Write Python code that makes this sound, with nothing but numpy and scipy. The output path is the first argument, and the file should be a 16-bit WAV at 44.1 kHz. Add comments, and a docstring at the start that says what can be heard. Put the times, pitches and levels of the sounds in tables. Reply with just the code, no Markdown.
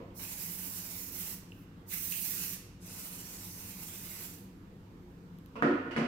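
"""A hard-walled salon: an aerosol can sprays three long bursts a few steps away.
The jet sizzles at the nozzle, hisses as it spreads, splashes on hair and drags air along.
Underneath, ventilation drones in the low modes of the room. Small things clink and tick,
and near the end furniture is knocked farther off, its panels ringing and swelling in the echo."""
import sys
import numpy as np
from scipy import signal
from scipy.fft import rfft, irfft, next_fast_len
from scipy.io import wavfile
from scipy.ndimage import uniform_filter1d, map_coordinates

SR = 44100
rng = np.random.default_rng(int(sys.argv[2]) if len(sys.argv) > 2 else 0)


def generate_wav(sig):
    """Save sig (samples, or channels by samples) to the path in sys.argv[1] as 16-bit PCM at SR."""
    pcm = np.round(np.clip(np.atleast_2d(sig).T, -1, 1) * 32767).astype(np.int16)
    wavfile.write(sys.argv[1], SR, pcm)


N = 267775

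# reverb time of the salon: f/Hz, T60/s
ROOM_DECAY = [(150, 0.28), (500, 0.57), (1800, 0.87), (2900, 0.91), (6000, 0.6), (14000, 0.25)]
# stereo image, near mono in the bass and wide on top: f/Hz, left-right correlation
CORRELATION = [(60, .93), (150, .994), (300, .985), (450, .78), (700, .3), (1000, -.1), (1600, 0),
               (15000, 0)]
# stereo balance: f/Hz, left over right/dB
BALANCE = [(60, -0.5), (150, 2), (380, -2), (950, -5), (2380, -3), (5980, -5), (15000, 2)]

# noise colours: f/Hz, relative level/dB
AIR_EQ = [(12, -51), (20, -14), (63, -13), (87, -8), (185, -8), (218, -21), (275, -9), (384, -18),
          (484, -15), (573, -25.5), (680, -26), (1000, -24), (3000, -36), (4500, -46), (6600, -120)]  # ventilation rumble
FAR_HISS_EQ = [(1470, -47), (2500, -7.5), (4700, -7), (8620, -12), (9310, -19.5), (13600, -9),
               (15700, -18.5)]  # faint distant hiss
SIZZLE_EQ = [(7000, -29), (10000, -8), (11500, -2), (13000, 1), (14500, 4), (15800, -1)]  # jet at the nozzle
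PLUME_EQ = [(2350, -30.5), (4000, -9), (5920, -1.5), (7510, -1.5), (10500, -3.5), (13600, -3.5),
            (22000, -120)]  # spreading plume
SPLASH_EQ = [(1000, -7.5), (1500, -2.5), (2100, 3), (2750, 5), (3250, -1.5), (4200, -1), (5500, -25)]  # mist on hair
DRAUGHT_EQ = [(350, -20), (600, -7), (780, -6), (950, -2), (1200, -9.5), (1500, -6), (2200, -87)]  # air dragged along

# resonances: f/Hz, width/Hz, level/dB
ROOM_MODES = [(48, 48, -63), (98.6, 16.4, -60), (179.6, 33.7, -55), (267, 59, -64.5), (354.7, 32, -67.5)]  # driven by the ventilation
FLOOR_MODES = [(156.5, 39, -7)]  # boom
BODY_MODES = [(231.6, 17.6, 3.5)]  # hollow note
LARGE_PANEL_MODES = [(269, 16, 0.5), (363, 25, -5.5)]  # thud
SMALL_PANEL_MODES = [(444, 22, -5), (501, 36, -5.5), (560, 66, -10.5), (647, 29, -15.5), (689, 27, -11.5)]  # woody knock
FRAME_MODES = [(938, 110, 1.5), (1130, 30, 3)]  # rap
EDGE_MODES = [(1214, 62, -4.5), (1341, 65, 2), (1381, 37, 2), (1445, 33, 4.5), (1486, 13, 2),
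              (1837, 150, -0.5)]  # crack
FITTING_MODES = [(1800, 700, 9.5), (3100, 850, -9.5), (4200, 660, -10), (5950, 1400, -36),
                 (7900, 1800, -23)]  # clack
TICK_MODES = [(3060, 1500, -3), (13000, 670, 3)]  # tiny hard contact

# furniture hits: t/s, then level/dB of floor, body, large panel, small panel, frame, edge, fittings
KNOCK_CUES = [(-.06, 3, 8, 14, 13.5, -11, -19.5, -28.5), (5.5558, 3, 12.5, -3, 9, -0.5, -4, -20.5),
              (5.624, 28.5, 26, 13, 26, 2.5, 15, -12), (5.641, 16, 12, 28, 13, -8, -14, -30),
              (5.659, 5, 9, 15, 15, -17.5, -6, -26), (5.669, 10, 17, 29, 9, -17, -19, -26),
              (5.688, -3, 8, 25, 12.5, -14, -8, -36), (5.705, 11, 11, 24.5, 13, -17, -15, -32),
              (5.721, 1, 11, 5, 9, -7, -2, -37), (5.855, 16.5, 0, 13, 8, -14, -4, -38),
              (5.91, 1.5, 3, 11.5, 3, -5, -9, -14), (5.963, 18, 22.5, 0, 17, -12, 8, -6),
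              (5.976, 27, 26.5, -3, 3, 0.5, -6, -12.5), (6.012, 18, 7, 16, 1, -7, -4, -18),
              (6.045, 2, 23, 8, 10, -18, -19, -36)]
# light clinks, and the sharp cracks of the furniture knocks: t/s, level/dB, f/Hz, width/Hz, echo send/dB
RING_CUES = [(.25, -7, 2530, 400, -2), (1.52, -7.5, 2760, 380, -8), (2.123, -0.5, 2650, 700, 0),
             (2.139, -3, 2620, 600, -17), (5.559, -19, 2670, 402, 14), (5.6237, 15.5, 1490, 540, -5),
             (5.6236, -0.5, 2430, 900, 3), (5.909, -4, 2890, 190, 6), (5.911, -13, 2000, 350, 2),
             (5.922, -6, 2930, 220, 1), (5.958, -9, 2900, 300, -3), (5.963, 9, 1700, 350, -2),
             (5.985, -7, 2940, 299, -1)]
# dry ticks close by: t/s, level/dB
TICK_CUES = [(5.3868, -31.5), (5.461, -30.5)]
# button presses: press t/s, let-go t/s, opening/s, mist onset t/s, mist fade-in/s, closing/(dB/s),
# dribble length/s, dribble level/dB, splash level/dB, draught level/dB
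BURST_CUES = [(0.131, 1.323, 0.069, 0.19, 0.0066, 259, 0.36, -33, -9, -16),
              (1.855, 2.548, 0.09, 1.888, 0.036, 126, 0.2, -31, -8, -32),
              (2.791, 4.301, 0.035, 2.67, 0.19, 134, 0.284, -31, -6.5, -13)]
# ride of the spray, one curve a burst: t/s, level/dB, turn from the right/dB (scaled by BEAMING)
FLOW_CURVES = [
    [(0.2, -50, -14), (0.372, -48, -10.5), (0.428, -47, -14.5), (0.538, -50, -15), (0.828, -48.5, -12.5),
     (1.118, -50.5, -15), (1.152, -47.5, -13.5), (1.33, -47.5, -13.5)],
    [(1.94, -40, -14), (1.954, -46, -15), (2.072, -46, -15), (2.104, -47.5, -17), (2.122, -44, -13),
     (2.316, -46, -16.5), (2.438, -43.5, -12), (2.53, -48, -14.5)],
    [(2.83, -60, 39), (2.86, -57, -14), (2.9, -51, 0), (2.922, -50.5, -10), (3.108, -50.5, -11.5),
     (3.388, -52.5, -7.5), (3.444, -52.5, -10.5), (3.528, -54, -11.5), (4.242, -50.5, -12),
     (4.27, -53, -12.5)],
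]
# brief dips in the spray's mid band: t/s, level/dB, half-width/s
MID_DIPS = [(2.225, -20, 0.014), (3.522, -29, .012), (3.87, -14, 0.0093)]

SIZZLE_DB, PLUME_DB, BEAMING = -6, 1.5, 1.26
OPENING_POWER = 1.88  # the jet grows as this power of the button's travel
SURGE_DB, SURGE_S = 9, 0.04  # the first mist lands hardest
DRY_UP_S = 0.058  # fade-out of the dribble
HIT_LAG_S, WRAP_HZ = 14 / SR, 700  # hits reach the right late; the lag shrinks below WRAP_HZ


def amp(db):
    """Decibels to gain."""
    return 10 ** (np.asarray(db) / 20)


def unit(x):
    """x scaled to rms 1."""
    return x / np.sqrt(np.mean(x ** 2) + 1e-20)


def along(points, hz):
    """Read (f/Hz, value) points on a log frequency axis."""
    f, v = np.transpose(points)
    return np.interp(np.log(hz + 1), np.log(f + 1), v)


def wobble(rate):
    """A smooth random curve, rate knots a second."""
    knots = rng.standard_normal(int(N * rate / SR) + 4)
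    return map_coordinates(knots, [np.arange(N) * rate / SR])


def filtered(x, response):
    """x through a complex frequency response."""
    size = next_fast_len(x.shape[-1] + SR // 2)
    return irfft(rfft(x, size) * response(np.fft.rfftfreq(size, 1 / SR)), size)[..., :x.shape[-1]]


def eq(points):
    """Response of an EQ curve."""
    return lambda f: amp(along(points, f))


def modes(table, level_db=0):
    """Response of a bank of resonances, alternating in polarity."""
    return lambda f: amp(level_db) * sum(
        (-1) ** k * amp(db) * 1j * f * width / (hz * hz - f * f + 1j * f * width)
        for k, (hz, width, db) in enumerate(table))


def ring(hz, width, level_db=0):
    """One resonance applied twice, for steep skirts."""
    return lambda f: amp(level_db) * modes([(hz, width, 0)])(f) ** 2


def soft(f, corner_hz):
    """Two-pole low-pass: the dulling of a soft contact or of distance."""
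    return 1 / (1 + 1j * f / corner_hz) ** 2


def stereo(pair, response=lambda f: 1, min_correlation=-1, lag_samples=0):
    """Two unrelated signals as mid and side: alike in the bass, apart in the treble."""
    def spread(f):
        angle = np.arccos(np.clip(along(CORRELATION, f), min_correlation, 1)) / 2
        return response(f) * np.array([np.cos(angle), np.sin(angle)])
    mid, side = filtered(pair, spread)
    return np.array([mid + side, np.roll(mid - side, lag_samples)])


def rush(response, patchy_db, **image):
    """Coloured stereo noise of rms 1, mottled in time and frequency by patches of random gain."""
    spectra = signal.stft(rng.standard_normal((2, N)), nperseg=512)[2]
    patches = uniform_filter1d(rng.standard_normal(spectra.shape[1:]), size=4, axis=0)
    patches = uniform_filter1d(patches, size=14, axis=1)
    pair = signal.istft(spectra * amp(patchy_db * unit(patches)), nperseg=512)[1][:, :N]
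    return unit(stereo(pair, response, **image))


def echo(swell_cycles):
    """A fresh room tail: each frequency swells over some cycles, then dies at its own speed."""
    hz, t, spectra = signal.stft(rng.standard_normal((2, SR)), SR, nperseg=256)
    rise = 1 - np.exp(-t * (hz[:, None] + 50) / swell_cycles)
    decay = amp(-60 * t / along(ROOM_DECAY, hz)[:, None])
    tail = stereo(signal.istft(spectra * rise * decay, SR, nperseg=256)[1][:, :SR])
    return tail / np.linalg.norm(tail[0])


def struck(hits, direct_db, echo_db, swell_cycles, path=lambda f: 1):
    """Each (t/s, response) hit rings its object, arrives left first, then returns from the walls."""
    out = np.zeros((2, N + 2 * SR))
    lag_s = lambda f: np.array([[0], [HIT_LAG_S]]) * f ** 2 / (f ** 2 + WRAP_HZ ** 2)
    impulse = amp(direct_db) * (np.arange(SR) == 0)
    direct = filtered(impulse, lambda f: path(f) * np.exp(-2j * np.pi * f * lag_s(f)))
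    for at, response in hits:
        start = round((at + 1) * SR)  # one second of pre-roll
        out[:, start:start + SR] += filtered(direct + amp(echo_db) * echo(swell_cycles), response)
    return out[:, SR:SR + N]


def ventilation():
    """The bed: broad air noise, a drone where the room resonates, a far hiss and a wavering whine."""
    air = amp(-56) * rush(eq(AIR_EQ), patchy_db=1.73)
    hiss = amp(-74) * rush(eq(FAR_HISS_EQ), patchy_db=0.6)
    drone = sum(amp(db + 1.1 * wobble(6)) * rush(ring(hz, width), patchy_db=0.6)
                for hz, width, db in ROOM_MODES)
    whine = amp(-92 + 4 * wobble(1.6)) * rush(ring(hz=11250, width=45), patchy_db=3.0)
    return air + drone + hiss + whine


def furniture_knocks():
    """Each knock rings floor, wood and fittings in its own mix; a soft contact dulls the wood."""
    parts = FLOOR_MODES, BODY_MODES, LARGE_PANEL_MODES, SMALL_PANEL_MODES, FRAME_MODES, EDGE_MODES

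    def knock(wood_dbs, fittings_db):
        def response(f):
            wood = sum(modes(part, db)(f) for part, db in zip(parts, wood_dbs))
            low_cut = (1j * f / (130 + 1j * f)) ** 2
            fittings = modes(FITTING_MODES, fittings_db)(f)
            return wood * low_cut * soft(f, corner_hz=2560) + fittings * soft(f, corner_hz=5300)
        return response

    def distance(f, shelf_hz=700):
        bass_cut = (amp(-2.5) + 1j * f / shelf_hz) / (1 + 1j * f / shelf_hz)
        return bass_cut * soft(f, corner_hz=3500)

    hits = [(at, knock(wood_dbs, fittings_db)) for at, *wood_dbs, fittings_db in KNOCK_CUES]
    return struck(hits, direct_db=-1.5, echo_db=5.0, swell_cycles=1.45, path=distance)


def clinks_and_cracks():
    """Short hard rings: light clinks and the sharp cracks of the knocks; farther ones are wetter."""
    return sum(struck([(at, ring(hz, width, db))], direct_db=0, echo_db=send_db, swell_cycles=5.0)
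               for at, db, hz, width, send_db in RING_CUES)


def ticks():
    """Tiny contacts close by, bright and nearly dry."""
    hits = [(at, modes(TICK_MODES, db)) for at, db in TICK_CUES]
    return struck(hits, direct_db=0.5, echo_db=-7, swell_cycles=12)


def valve(t, burst):
    """Jet, splash and draught envelopes of one press: the valve opens, shuts, then dribbles dry."""
    press, let_go, opening, onset, fade_in, closing, dribble_s, dribble_db, splash_db, draught_db = burst
    after = np.maximum(t - let_go, 0)
    jet = np.clip((t - press) / opening, 0, 1) ** OPENING_POWER * amp(-closing * after)
    dribble = (t > let_go) * amp(dribble_db) * np.clip((dribble_s - after) / DRY_UP_S, 0, 1)
    surge = amp(SURGE_DB * np.exp(-np.abs(t - onset) / SURGE_S))
    mist = jet * surge * np.clip((t - onset) / fade_in, 0, 1)
    return np.array([np.maximum(jet, dribble), amp(splash_db) * mist, amp(draught_db) * mist])


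def aerosol_spray():
    """Nozzle sizzle, plume hiss, splash on hair and dragged air, all sputtering with one flow."""
    t = np.arange(N) / SR
    times, *curves = np.transpose(np.concatenate(FLOW_CURVES))
    flow_db, turn_db = [np.interp(t, times, curve) for curve in curves]
    jet, on_hair, dragged = sum(valve(t, burst) for burst in BURST_CUES)
    # the sizzle beams: its right side rises and falls as the can turns
    aim = amp(SIZZLE_DB - BEAMING * turn_db * np.array([[0], [1]]))
    image = dict(min_correlation=0.27, lag_samples=4)  # the direct share, a touch late on the right
    sizzle = jet * aim * amp(0.6 * wobble(55)) * rush(eq(SIZZLE_EQ), patchy_db=1.6)
    plume = jet * amp(PLUME_DB) * rush(eq(PLUME_EQ), patchy_db=2.2, **image)
    splash = on_hair * amp(0.92 * wobble(9)) * rush(eq(SPLASH_EQ), patchy_db=2.6, **image)
    draught = dragged * amp(0.8 * wobble(10)) * rush(eq(DRAUGHT_EQ), patchy_db=1.6)
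    dips = amp(sum(db * np.exp(-((t - at) / width) ** 2) for at, db, width in MID_DIPS))
    sputter_db = 0.5 * wobble(8) + 1.05 * wobble(35) + 0.5 * wobble(90)
    direct = amp(flow_db + sputter_db) * (sizzle + plume + dips * (splash + draught))
    reverb = signal.fftconvolve(direct, echo(swell_cycles=2.0), axes=1)[:, :N]
    return direct + amp(-7.5) * reverb


def scene():
    """The spray up front, over the room's bed and its hits."""
    return aerosol_spray() + ventilation() + furniture_knocks() + clinks_and_cracks() + ticks()


def record(dry):
    """Master: mids and most of the treble lean right, with a steep high cut and a brief end fade."""
    top_hz, fade_s = 15950, 0.004
    high_cut = lambda f: np.clip((top_hz - f) / 200, 0, 1) ** 2
    fade = np.clip(np.arange(N)[::-1] / (fade_s * SR), 0, 1)
    return filtered(dry * fade, lambda f: amp(along(BALANCE, f) * [[0.5], [-0.5]]) * high_cut(f))


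dry = scene()
out = record(dry)
generate_wav(out)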